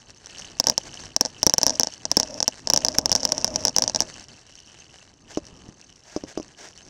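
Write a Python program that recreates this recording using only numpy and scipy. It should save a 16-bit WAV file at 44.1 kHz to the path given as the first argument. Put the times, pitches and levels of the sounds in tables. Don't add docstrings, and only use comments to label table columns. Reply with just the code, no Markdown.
import sys
import numpy as np
from scipy import signal
from scipy.fft import rfft, irfft, next_fast_len
from scipy.io import wavfile
from scipy.ndimage import uniform_filter1d

SR = 44100
rng = np.random.default_rng(int(sys.argv[2]) if len(sys.argv) > 2 else 0)


def put_to_file(sound):
    columns = np.atleast_2d(sound).T
    safe = np.clip(columns, -1, 1)
    whole_steps = np.round(safe * 32767)
    wavfile.write(sys.argv[1], SR, whole_steps.astype(np.int16))


N = 303849

# t/s, grit level/dB, rumble level/dB
ROLLING_LEVELS = [(0.0, -60, -60), (0.48, -49, -53), (0.6, -57, -54), (1.04, -48, -51), (1.16, -58, -55),
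                  (1.44, -52, -53), (2.59, -54, -54), (2.71, -54, -45), (4.03, -54, -47), (4.15, -50, -54),
                  (4.43, -58, -59), (4.95, -54, -60), (5.07, -63, -62), (5.59, -57, -48), (5.99, -62, -62),
                  (6.27, -59, -52), (6.59, -60, -59), (6.89, -57, -54)]
# f/Hz, level/dB
GRIT_SPECTRUM = [(200, -16.5), (400, -5), (720, -1), (1250, -9), (1660, -1), (2350, -8.5), (2950, -22.5),
                 (3400, -12.5), (4100, -7.5), (6000, -6.5), (8000, -11.5), (10500, -29.5), (13000, -53.5),
                 (15000, -79)]
# f/Hz, level/dB
RUMBLE_SPECTRUM = [(20, -13), (38, -1.5), (90, 0), (170, -3), (330, -5.5), (600, -15), (1200, -17),
                   (3000, -66)]
# f/Hz, t60/s, level/dB
WIRE_MODES = [(2670, 0.023, -4.5), (2975, 0.012, 1), (3950, 0.28, -15), (4440, 0.013, -4.5),
              (5650, 0.0045, 5.5), (6280, 0.021, 0), (7500, .005, -17.5)]
# middle t/s, length/s, level/dB
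TWITTER_SPELLS = [(0.3, .15, -64), (4.15, .25, -60), (4.8, 0.78, -61)]
# middle t/s, length/s, level/dB
SCUFF_SPELLS = [(0.868, 0.058, -45), (2.82, 0.012, -39), (2.95, 0.016, -30), (5.311, 0.072, -44.5),
                (6.134, 0.23, -48.5), (6.303, 0.077, -44.5), (6.64, 0.16, -42)]
# f/Hz, level/dB
SCUFF_SPECTRUM = [(100, -22), (330, 1.5), (700, 3.5), (1250, -5), (1650, 2), (2500, -5), (4000, -7),
                  (6000, 1.5), (8000, -10), (11000, -29)]
# t/s, peak level/dB, stiffness of the padding (1 = usual)
MOUNT_KNOCKS = [(1.467, -16.5, 0.58), (2.1711, -15.5, 0.83), (2.9856, -17, 0.92), (5.373, -10, 1.12),
                (5.688, -31.5, 0.55), (6.1634, -12, 1.13), (6.2372, -20.5, 1.01), (6.3750, -13.5, 1.19),
                (6.399, -20, 1.08)]
# f/Hz, t60/s, level/dB
MOUNT_MODES = [(133, 0.0029, -31), (285, 0.024, 7), (376, 0.016, -0.5), (522, 0.058, -6),
               (930, 0.033, -8.5), (1730, .02, -3)]
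# f/Hz, t60/s, level/dB
HOUSING_MODES = [(90, 0.0042, -35.5), (267, 0.023, 3.5), (533, 0.036, -3.5), (597.5, 0.019, 6.5),
                 (737, 0.035, -7), (849, 0.026, 1), (989, 0.06, -52), (1546, 0.019, -2)]
# f/Hz, t60/s, level/dB
HOLLOW_NOTE = [(618.5, 0.041, -11)]
# start t/s, length/s, level/dB
BUZZ_BOUTS = [(0.681, 0.039, -41.5), (1.206, 0.065, -49.5), (1.623, 0.11, -49.5), (1.716, 0.044, -43),
              (1.795, 0.028, -61), (2.112, 0.0071, -41.5), (2.175, 0.14, -46.5), (2.296, 0.083, -43.5),
              (2.738, 0.326, -44.5), (3.149, 0.55, -43), (3.804, 0.078, -42.5), (3.966, 0.12, -52.5)]
# t/s, strength/dB
FITTING_STRIKES = [(0.5996, 9), (0.641, -13.5), (0.6698, 9.5), (0.6853, -7.5), (0.6982, 9), (0.7789, 3),
                   (1.1638, 5), (1.2099, 19.5), (1.2514, -7), (1.2592, -10), (1.4304, 9.5), (1.4658, 28.5),
                   (1.4965, 1.5), (1.5378, 15), (1.5821, 12.5), (1.6151, -8), (1.6315, 12), (1.6658, 15.5),
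                   (1.6807, -9.5), (1.6954, -4), (1.7053, -7), (1.7972, 17), (1.8135, -19), (1.8332, 1),
                   (1.8713, -9.5), (2.0537, -8), (2.1153, 5), (2.1693, 21), (2.1996, 6), (2.231, -8.5),
                   (2.4039, -4.5), (2.4278, 1), (2.4792, 9), (2.6731, -5.5), (2.7009, 9.5), (2.7355, 16),
                   (2.762, 1), (2.7749, 4), (2.8487, 5.5), (2.865, -15), (2.8844, -1), (2.9847, 20),
                   (3.0581, 4.5), (3.0945, -10), (3.1169, 6), (3.1272, -2), (3.1523, 6.5), (3.161, -3.5),
                   (3.2321, -9.5), (3.252, 5), (3.2909, -16), (3.3209, 4), (3.3802, -7.5), (3.445, 6),
                   (3.478, -10), (3.5593, -1), (3.6516, 9.5), (3.6711, -8), (3.6818, -1.5), (3.764, 4.5),
                   (3.7843, 9), (3.822, 1.5), (3.839, -4), (3.878, -5), (3.8972, -9.5), (3.9476, -6),
                   (3.9602, -2), (4.0047, 7), (4.0203, -8.5)]


def undb(db):
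    return 10 ** (np.asarray(db) / 20)


def unit(x):
    return x / np.sqrt(np.mean(x ** 2))


def peak(x):
    return x / np.abs(x).max()


def add(track, s, x):
    i = int(s * SR)
    track[i:i + len(x)] += x[:N - i]


def curve(table, column):
    rows = np.array(table, float)
    return np.interp(np.arange(N) / SR, rows[:, 0], rows[:, column])


def swells(spells):
    out = np.zeros(N)
    for middle, length, db in spells:
        add(out, max(middle - length / 2, 0), undb(db) * np.sqrt(np.hanning(int(length * SR))))
    return out


def wander(hz):
    step = int(SR / hz)
    held = np.repeat(rng.standard_normal(N // step + 1), step)
    return unit(uniform_filter1d(held, step)[:N])


def impacts(per_s, spread_db, limit_db):
    chance, size, sign = rng.random(N), rng.exponential(size=N), rng.choice([-1, 1], N)
    return (chance < per_s / SR) * sign * undb(np.minimum(spread_db * size, limit_db))


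def soften(x, hz):
    return signal.sosfilt(signal.butter(2, hz, fs=SR, output="sos"), x)


def resonate(x, hz, width_hz):
    return signal.lfilter(*signal.iirpeak(hz, hz / width_hz, SR), x)


def colour(x, spectrum):
    hz, db = np.transpose(spectrum)
    size = next_fast_len(N + SR // 10, True) // 2 * 2
    freq = np.maximum(np.arange(size // 2 + 1) * SR / size, 1)
    gain = undb(np.interp(np.log(freq), np.log(hz), db))
    cepstrum = irfft(np.log(gain))
    cepstrum[1:size // 2] *= 2
    cepstrum[size // 2 + 1:] = 0
    return irfft(rfft(x, size) * np.exp(rfft(cepstrum)))[:N]


def ring(modes, size, stiffness=1):
    hz, t60, db = np.array(modes, float).T[:, :, None]
    t = np.arange(size) / SR
    decay = np.exp(-np.log(1000) * t / t60)
    return np.sum(undb(db) * np.cos(2 * np.pi * hz * stiffness * t) * decay, axis=0)


def press(x, contact_ms):
    width = contact_ms * SR / 1000
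    phase = np.minimum(np.arange(int(width) + 2) / width, 1)
    return peak(np.convolve(x, np.sin(np.pi * phase) ** 2))


def tread_db(turn_hz=3.27, slowing_hz_per_s=.04, depth_db=1.5):
    t = np.arange(N) / SR - 0.18
    turns = turn_hz * t - slowing_hz_per_s * t ** 2 / 2
    return -depth_db * np.cos(2 * np.pi * turns)


def basket():
    out = np.zeros(N)
    for hz, t60, db in WIRE_MODES:
        jolts = impacts(per_s=150, spread_db=5, limit_db=20)
        ping = ring([(hz, t60, 0)], size=int(SR * t60))
        out += undb(db) * unit(signal.fftconvolve(jolts, ping)[:N])
    return soften(out, hz=7500)


def wheels():
    stones = unit(impacts(per_s=150, spread_db=4.8, limit_db=15))
    rough_db, bumps_db = 2.3 * wander(hz=24), 2.2 * wander(hz=14)
    grit = unit(colour(stones + undb(-2.5) * rng.standard_normal(N), GRIT_SPECTRUM))
    rumble = unit(colour(rng.standard_normal(N), RUMBLE_SPECTRUM))
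    crunch_gain = undb(curve(ROLLING_LEVELS, column=1) + tread_db() + rough_db)
    rumble_gain = undb(curve(ROLLING_LEVELS, column=2) + bumps_db + 1.5)
    return crunch_gain * (grit + undb(-3) * basket()) + rumble_gain * rumble


def twitters(hz=2950, width_hz=370):
    slips = impacts(per_s=50, spread_db=4, limit_db=10)
    chirps = resonate(resonate(slips, hz, width_hz), hz, width_hz)
    return swells(TWITTER_SPELLS) * unit(chirps)


def scuffs():
    rub = impacts(per_s=4000, spread_db=3, limit_db=12) * undb(2 * wander(hz=60))
    return swells(SCUFF_SPELLS) * unit(colour(rub, SCUFF_SPECTRUM))


def cavity(x, shift=1, damping=1):
    narrow = resonate(x, hz=5560 * shift, width_hz=850 * damping)
    return soften(resonate(narrow, hz=5750 * shift, width_hz=1900 * damping), hz=7600)


def mount_knocks(settle_s=.0098):
    out, pushes = np.zeros(N), np.zeros(N)
    tick = peak(soften(signal.unit_impulse(SR // 100), hz=4000))
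    for s, db, stiffness in MOUNT_KNOCKS:
        modes = ring(MOUNT_MODES, size=4096, stiffness=stiffness)
        bump = undb(db) * press(modes, contact_ms=1.26 / stiffness)
        add(out, s, bump)
        add(out, s + settle_s, undb(-13) * bump)
        add(out, s, undb(db - 10) * tick)
        push_db = db - 4.5 - 34 * (stiffness - .5)
        add(pushes, s, undb(push_db) * press([1.], contact_ms=4.5))
    scuff = unit(cavity(rng.standard_normal(N), damping=0.71))
    return out * (1 + undb(-13) * scuff) + pushes


def housing(contact_ms, stiffness=1):
    hum = press(ring(HOUSING_MODES, size=6144, stiffness=stiffness), contact_ms)
    for notch_hz in (1200, 1370):
        hum = hum - resonate(hum, notch_hz, width_hz=230)
    return peak(hum)


def buzz_gain(attack_s=0.0022, release_s=0.013):
    t, gain = np.arange(N) / SR, np.zeros(N)
    for start, length, db in BUZZ_BOUTS:
        attack = np.clip((t - start) / attack_s, 0, 1)
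        release = np.exp(-np.clip(t - start - length, 0, 1) / release_s)
        gain = np.maximum(gain, undb(db) * attack * release)
    return gain


def fitting_chatter():
    taps = impacts(per_s=1200, spread_db=2.5, limit_db=8)
    hum = unit(signal.fftconvolve(taps, housing(contact_ms=1.0))[:N])
    high_note = unit(resonate(hum, hz=622, width_hz=30))
    low_note = unit(resonate(hum, hz=262, width_hz=45))
    body = hum + undb(-1.5) * high_note + undb(-11) * low_note
    flicker = undb(5 * wander(hz=70))
    treble = unit(cavity(taps)) + undb(-5) * unit(soften(taps, hz=5000))
    sizzle = unit(treble * flicker)
    single_taps = impacts(per_s=45, spread_db=3, limit_db=6)
    ping = peak(cavity(signal.unit_impulse(SR // 100)))
    patter = signal.fftconvolve(single_taps, ping)[:N]
    return buzz_gain() * (body + undb(-1) * sizzle + undb(19) * patter)


def strikes_and_rebounds(rebound_s=.007, rebound_db=-27.5, scatter_db=3.5):
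    hits = np.array(FITTING_STRIKES)
    late, scatter = rng.standard_normal((len(hits), 2)).T
    rebounds = hits + np.transpose([rebound_s * 1.5 ** late, rebound_db + scatter_db * scatter])
    return np.vstack([hits, rebounds])


def fitting_clacks(hollow_limit_db=-18.5, skitter_decay_s=0.0028):
    out, size = np.zeros(N), 4096
    blow, t = signal.unit_impulse(size), np.arange(size) / SR
    crack = undb(-17.5) * peak(soften(blow, hz=4200))
    overtone = undb(-24.5) * peak(resonate(blow, hz=11920, width_hz=880))
    for s, strength_db in strikes_and_rebounds():
        shift, stiffness = 1 + rng.normal(0, [.015, .03])
        force = min(undb(strength_db), 2)
        bright = peak(cavity(blow, shift, damping=1 + 0.051 * force))
        add(out, s, undb(strength_db) * (crack - bright + force * overtone))
        thud_gain = undb(-16.5 + 0.48 * strength_db)
        add(out, s, -thud_gain * housing(contact_ms=0.58, stiffness=stiffness))
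        add(out, s, -min(thud_gain, undb(hollow_limit_db)) * ring(HOLLOW_NOTE, size))
        skitter = unit(cavity(rng.standard_normal(size) ** 3, damping=1.5))
        add(out, s, undb(-19) * np.sqrt(force) * skitter * np.exp(-t / skitter_decay_s))
    return out


def scene():
    at_microphone = fitting_clacks() + fitting_chatter() + mount_knocks()
    from_trolley = scuffs() + twitters() + wheels()
    return (at_microphone + from_trolley)[None]


def record(dry):
    ceiling, knee, top_hz = .68, 5, 16000
    clipped = dry / (1 + np.abs(dry / ceiling) ** knee) ** (1 / knee)
    rounded = soften(clipped, hz=12500)
    return signal.sosfilt(signal.ellip(8, .2, 70, top_hz, fs=SR, output="sos"), rounded)


dry = scene()
out = record(dry)
put_to_file(out)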